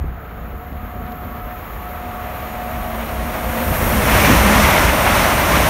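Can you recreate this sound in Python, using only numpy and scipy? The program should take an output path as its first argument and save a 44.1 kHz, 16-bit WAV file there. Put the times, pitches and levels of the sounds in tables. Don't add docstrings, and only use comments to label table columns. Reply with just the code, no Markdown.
import sys
import numpy as np
from scipy import signal
from scipy.fft import rfft, irfft, next_fast_len
from scipy.io import wavfile
from scipy.ndimage import uniform_filter1d, minimum_filter1d

SR = 44100
rng = np.random.default_rng(int(sys.argv[2]) if len(sys.argv) > 2 else 0)


def materialize(psi):
    bounded = np.clip(np.atleast_2d(psi).T, -1, 1)
    quanta = np.round(bounded * 32767).astype(np.int16)
    wavfile.write(sys.argv[1], SR, quanta)


N = 250929
TIME_S = np.arange(N) / SR
CONTROL_S = np.arange(0, N / SR + 0.005, 0.005)
SPEED_M_PER_S, SOUND_M_PER_S, TRACK_M = 55, 343, 7.85


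def from_db(db):
    return 10 ** (np.asarray(db) / 20)


def unit_rms(x):
    return x / np.sqrt(np.mean(x ** 2) + 1e-20)


def curves(rows):
    times_s, *columns = np.transpose(rows)
    return [np.interp(TIME_S, times_s, column) for column in columns]


def per_sample(control):
    return np.interp(TIME_S, CONTROL_S, control)


def drift(rate_hz):
    pole = np.exp(-2 * np.pi * rate_hz * 40 / SR)
    slow = signal.lfilter([1], [1, -2 * pole, pole * pole], rng.standard_normal(N // 40 + 2002))[2000:]
    return np.interp(np.arange(N) / 40, np.arange(len(slow)), unit_rms(slow))


def noise_bands(spectrum, count):
    size = next_fast_len(N)
    octave = np.log2(np.maximum(np.arange(size // 2 + 1) * SR / size, 1))
    point_hz, point_db = np.transpose(spectrum)
    point_octave = np.log2(point_hz)
    colour = from_db(np.interp(octave, point_octave, point_db, left=-200, right=-200))
    noise = irfft(rfft(rng.standard_normal(size)) * colour, size)
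    bins = rfft(unit_rms(noise))
    centres = np.linspace(point_octave[0], point_octave[-1], count)
    for k, centre in enumerate(centres):
        triangle = np.interp(octave, centres, np.arange(count) == k)
        yield 2 ** centre, irfft(bins * triangle, size)[:N]


def patchy_noise(spectrum, count, swing_db, rate_hz):
    common = drift(rate_hz / 3)
    return sum(band * from_db(swing_db * (0.41 * common + drift(rate_hz)))
               for _, band in noise_bands(spectrum, count))


def resonance(hz, width_hz):
    radius = np.exp(-np.pi * width_hz / SR)
    section = [1, 0, -1, 1, -2 * radius * np.cos(2 * np.pi * hz / SR), radius * radius]
    return unit_rms(signal.sosfilt([section, section], rng.standard_normal(N + SR))[SR:])


def levelled(noise, span_s):
    power = uniform_filter1d(noise ** 2, int(span_s * SR))
    return unit_rms(noise / np.sqrt(power + 0.022))


def pass_by_db(base_db, doubling_db, per_100m_db, gone_db, airy=False):
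    # time abreast in seconds, rolling strength in dB, air rush strength in dB.
    bogies = [(4.25, 0, 0), (4.62, -1, 0), (4.8, -7, -2.5), (5.15, -2.5, -5), (5.3, -13, -7),
              (5.58, -4, -4), (6.04, 0.5, 3), (6.5, 1, -3), (7.0, 1, -3)]
    # time in seconds, gain in dB.
    swell = [(0, -0.5), (0.7, -0.5), (1.8, 0), (2.45, 1), (2.9, -0.5), (3.4, -0.4), (3.8, 0.1), (4.04, -1),
             (4.2, -0.3), (4.45, 0), (4.66, -0.3), (4.85, 0.1), (4.95, -1), (5.2, 0.5), (5.45, -1),
             (5.6, 0.5)]
    abreast_s, rolling_db, rush_db = np.transpose(bogies)
    along_m = SPEED_M_PER_S * (CONTROL_S[:, None] - abreast_s)
    distance_m = np.hypot(along_m, TRACK_M)
    loss_db = doubling_db * np.log2(distance_m / TRACK_M) + per_100m_db * distance_m / 100
    gone = (1 + along_m / distance_m) / 2
    each_db = (rush_db if airy else rolling_db) - loss_db + gone_db * gone
    total_db = 10 * np.log10(np.sum(from_db(2 * each_db), axis=1))
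    return base_db + np.interp(CONTROL_S, *np.transpose(swell)) + total_db


def ambience():
    # frequency in Hz, relative density in dB.
    spectrum = [(76, -34), (130, -12), (222, -11), (315, -32), (455, 3.5), (572, -22), (599, -23), (676, 1),
                (730, 1), (764, -4), (1050, -37), (1280, -2), (1670, -20), (2230, -31), (5000, -48),
                (6500, -78), (11000, -120)]
    return from_db(-42) * patchy_noise(spectrum, count=6, swing_db=3.0, rate_hz=3.9)


def ticks_and_bumps():
    # start in seconds, level before decay in dB, frequency in Hz.
    ticks = [(0.7294, -29, 2570), (1.0665, -28, 3300), (1.1216, -26, 3800)]
    bumps = [(0.042, -15, 330), (0.723, -20, 200), (0.953, -27, 220), (0.83, -15, 62), (1.014, -15, 66)]
    out, age_s = np.zeros(N), np.arange(SR // 20) / SR
    for start_s, level_db, hz in ticks + bumps:
        at, cycles = round(start_s * SR), hz * age_s
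        out[at:at + len(age_s)] += from_db(level_db) * np.sin(2 * np.pi * cycles) * np.exp(-cycles / 0.78)
    return out


def wind_and_rumble():
    # centre in seconds, buffet in dB, rumble in dB, 1/e half-width in seconds.
    gusts = [(0.015, -19, -34, 0.077), (0.426, -30, -38, 0.079), (0.549, -27, -37.5, 0.028),
             (0.75, -25, -40, 0.024), (0.855, -33, -38, 0.024), (0.96, -32, -31.5, 0.015),
             (1.02, -26, -35, .03), (1.27, -32, -35, 0.055), (1.43, -28, -45, 0.029),
             (1.757, -28, -47, 0.032), (2.796, -25, -41, 0.047), (2.97, -28, -49, 0.044),
             (3.2, -23.5, -45, 0.067), (3.477, -21, -28.5, 0.026), (3.706, -16.5, -26, 0.029),
             (3.834, -18, -25, 0.045), (3.97, -20, -22.5, 0.073), (4.137, -15.5, -23.5, .04),
             (4.307, -28, -12, 0.038), (4.4, -14, -38, .05), (4.605, -17, -19, 0.054),
             (4.86, -15, -28, 0.043), (5.103, -21, -31, 0.026), (5.36, -25, -23.5, 0.034),
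             (5.57, -20, -24, 0.058)]
    # frequency in Hz, relative density in dB.
    rumble_spectrum = [(53, -19), (90, 4.5), (129, -0.5), (178, 0.5), (210, 3.5), (247, -5.5), (450, -11),
                       (580, -9.5), (990, -120)]
    buffet_spectrum = [(13, -45), (22, -37), (29, 0.5), (40, -7.5), (59, 3), (76, -4), (118, -18),
                       (130, -20), (170, -16), (290, -120)]
    breeze_buffet_db, breeze_rumble_db = -39.5, -42
    slipstream_db = pass_by_db(-21, doubling_db=5.5, per_100m_db=-2, gone_db=-1.5)
    body_db = pass_by_db(-19.5, doubling_db=5.5, per_100m_db=2.8, gone_db=-4)
    centre_s, buffet_db, rumble_db, width_s = np.transpose(gusts)
    bells = np.exp(-((CONTROL_S[:, None] - centre_s) / width_s) ** 2)
    rumble_power = from_db(2 * breeze_rumble_db) + from_db(2 * body_db) + bells @ from_db(2 * rumble_db)
    buffet_power = from_db(2 * breeze_buffet_db) + from_db(2 * slipstream_db)
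    buffet_power += bells @ from_db(2 * buffet_db)
    rumble = levelled(patchy_noise(rumble_spectrum, count=4, swing_db=-1.1, rate_hz=9.9), span_s=0.04)
    buffet = levelled(patchy_noise(buffet_spectrum, count=3, swing_db=1.5, rate_hz=5.2), span_s=0.044)
    return per_sample(np.sqrt(rumble_power)) * rumble + per_sample(np.sqrt(buffet_power)) * buffet


def air_rush():
    # frequency in Hz, relative density in dB.
    spectrum = [(2760, -45), (4700, -3), (4920, -1.5), (5840, 1), (7600, -6.5), (9880, -24), (16700, -120)]
    level_db = per_sample(pass_by_db(-27, doubling_db=6.5, per_100m_db=8.5, gone_db=-1.5, airy=True))
    return from_db(level_db) * patchy_noise(spectrum, count=3, swing_db=0.5, rate_hz=8.6)


def drone(rest_hz=194.2, waver_hz=8.26, abreast_s=4.65, nearest_m=18):
    # time in seconds, level in dB.
    swells = [(1.9, -56), (2.05, -33), (2.38, -48), (2.5, -37.5), (3.04, -28.5), (3.13, -36), (3.27, -27.5),
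              (3.32, -37), (3.61, -24), (3.85, -36), (3.94, -23.5), (4.15, -35), (4.32, -19), (4.37, -28),
              (4.45, -14.5), (4.52, -14), (4.57, -26), (4.61, -16), (4.68, -22), (4.85, -31), (5.05, -60)]
    along_m = SPEED_M_PER_S * (TIME_S - abreast_s)
    receding_m_per_s = SPEED_M_PER_S * along_m / np.hypot(along_m, nearest_m)
    hz = rest_hz / (1 + receding_m_per_s / SOUND_M_PER_S) + waver_hz * drift(25.2)
    return from_db(curves(swells)[0]) * np.sin(2 * np.pi * np.cumsum(hz) / SR)


def rail_hiss(edge_hz=11800):
    # frequency in Hz, relative density in dB.
    far_top_spectrum = [(10300, -40), (10700, -8), (11100, -8.5), (11400, 0.5), (12000, -1), (13400, 3.5),
                        (14200, 1), (15300, -3), (15700, -4), (16000, -30)]
    near_top_spectrum = [(6180, -18), (10500, -10), (11300, -2), (12600, 0), (14900, -4), (15600, -5)]
    middle_spectrum = [(4350, -23), (7400, -11), (9120, 2.5), (10600, -4.5), (13800, -28), (22000, -120)]
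    low_spectrum = [(6300, -28), (6600, -1), (6900, -3), (7200, -4), (7350, -30)]
    # frequency in Hz, width in Hz, level in dB relative to the far top band.
    rail_modes = [(8500, 30, -38), (9640, 120, -24), (9780, 120, -24), (11200, 90, -20), (12200, 110, -17),
                  (12600, 40, -12.5), (13650, 60, -23), (14330, 60, -20), (14620, 50, -26),
                  (15000, 60, -33), (15640, 80, -14)]
    # time in seconds, gain in dB, extra gain below edge_hz in dB.
    top_gains = [(0, -53.5, -8), (0.75, -48.5, -4.5), (1.4, -45, -7), (1.9, -43.5, -1.5),
                 (2.04, -45.5, -1.5), (2.4, -41, -0.5), (2.56, -44, 1), (2.8, -40.5, 2), (3.3, -40, 3),
                 (3.6, -34.5, 3.5), (3.82, -29.5, 3), (4.0, -31, 4), (4.22, -24, -0.5), (4.48, -28.5, 0.3),
                 (4.66, -27.5, 1), (4.95, -30.5, 1.5), (5.14, -29, 0.3), (5.5, -30.5, 1), (5.69, -29, 0.3)]
    top_db, shelf_db = curves(top_gains)
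    middle_db = per_sample(pass_by_db(-29, doubling_db=3.5, per_100m_db=15.5, gone_db=-1))
    low_db = per_sample(pass_by_db(-38, doubling_db=5.5, per_100m_db=4, gone_db=-4))
    nearness = np.clip((middle_db + 43.5) / 12, 0, 1)
    modes = sum(from_db(db + 1.7 * drift(2.7)) * resonance(hz, width) for hz, width, db in rail_modes)
    far_top = patchy_noise(far_top_spectrum, count=5, swing_db=1.05, rate_hz=12) + modes
    near_top = patchy_noise(near_top_spectrum, count=4, swing_db=0.74, rate_hz=18)
    top = np.sqrt(1 - nearness) * far_top + np.sqrt(nearness) * near_top
    below_edge = signal.sosfiltfilt(signal.butter(4, edge_hz, fs=SR, output="sos"), top)
    top += (from_db(shelf_db) - 1) * below_edge
    middle = patchy_noise(middle_spectrum, count=4, swing_db=0.45, rate_hz=24)
    low = np.sqrt(1 - nearness) * patchy_noise(low_spectrum, count=2, swing_db=1.3, rate_hz=18)
    return from_db(top_db) * top + from_db(middle_db) * middle + from_db(low_db) * low


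def rail_song(tone_hz=724):
    # time in seconds, level before the fade in dB.
    swells = [(0.0, -45), (0.3, -53), (0.5, -41.5), (0.72, -36.5), (0.88, -39.5), (1.13, -30), (1.31, -42),
              (1.4, -32.5), (1.55, -32.5), (1.64, -49), (1.85, -32), (2.3, -30), (2.5, -35.5), (2.56, -28),
              (2.98, -30.5), (3.05, -48), (3.12, -29), (3.42, -29), (3.6, -24.5), (3.74, -21), (4.1, -32)]
    # frequency in Hz, width in Hz, top level in dB, peak time and 1/e half-width in seconds.
    modes = [(1127, 13, -43, 2.63, 2.2), (1234, 25, -42.5, 3.7, 3), (1301, 24, -45.5, 2.1, 1.3),
             (457, 59, -48, 0.44, 0.25), (230, 51, -38.5, 1.07, 0.57), (538.4, 31, -45, 2.83, 0.99),
             (516.7, 17.5, -29.5, 3.84, 0.49), (642.6, 40, -35, 3.44, 1.04), (2230, 910, -21.5, 4.24, 0.14),
             (2100, 330, -21.5, 4.7, .12), (1040, 250, -32, 5.4, 0.33), (1386, 2.8, -37, 5, 1.6),
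             (590, 69, -26.5, 4.99, 0.38)]
    waver_hz = np.interp(TIME_S, [2.9, 3.4], [2.5, 9]) * drift(16.6)
    fade = np.interp(TIME_S, [3.3, 4.0], [1, 0])
    out = from_db(curves(swells)[0]) * fade * np.sin(2 * np.pi * np.cumsum(tone_hz + waver_hz) / SR)
    for hz, width_hz, level_db, peak_s, width_s in modes:
        bell = per_sample(np.exp(-((CONTROL_S - peak_s) / width_s) ** 2))
        out += from_db(level_db) * bell * resonance(hz, width_hz)
    return out


def wheel_roar():
    # frequency in Hz, relative density in dB.
    spectrum = [(150, -50), (250, -3), (467, -7), (601, 1), (764, -3.5), (1040, -3.5), (1470, -6.5),
                (2130, -7), (4790, -19.5), (6000, -25.5), (7800, -37), (13200, -120)]
    low_db = pass_by_db(-15, doubling_db=5, per_100m_db=2.5, gone_db=-1)
    middle_db = pass_by_db(-13.5, doubling_db=5.5, per_100m_db=1.5, gone_db=2)
    high_db = pass_by_db(-15.5, doubling_db=5.5, per_100m_db=4, gone_db=2.5)
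    out, common = np.zeros(N), drift(20)
    for hz, band in noise_bands(spectrum, count=14):
        high_weight = np.clip(np.log2(hz / 1500) / 1.14, 0, 1.6)
        low_weight = np.clip(np.log2(850 / hz) / 0.43, 0, 1)
        level_db = middle_db + high_weight * (high_db - middle_db) + low_weight * (low_db - middle_db)
        flicker_db = 0.71 * (1.1 * common + drift(39))
        out += band * from_db(per_sample(level_db) + flicker_db)
    return out


def scene():
    air = wind_and_rumble() + air_rush() + ambience()
    train = wheel_roar() + rail_hiss() + rail_song() + drone()
    return np.tile(air + train + ticks_and_bumps(), (2, 1))


def record(dry):
    low_cut_hz, high_cut_hz, ceiling = 38.5, 15880, 0.96
    dip_hz, dip_width_hz, dip_depth = 4900, 680, 0.41
    capsule = signal.sosfilt(signal.butter(4, low_cut_hz, "high", fs=SR, output="sos"), dry[0])
    port = signal.lfilter(*signal.iirpeak(dip_hz, dip_hz / dip_width_hz, fs=SR), capsule)
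    heard = capsule - dip_depth * port
    allowed_gain = ceiling / np.maximum(np.abs(heard), ceiling)
    gain = uniform_filter1d(minimum_filter1d(allowed_gain, size=132), size=132)
    high_cut = signal.cheby2(30, 60, high_cut_hz, fs=SR, output="sos")
    return np.tile(signal.sosfilt(high_cut, gain * heard), (2, 1))


dry = scene()
out = record(dry)
materialize(out)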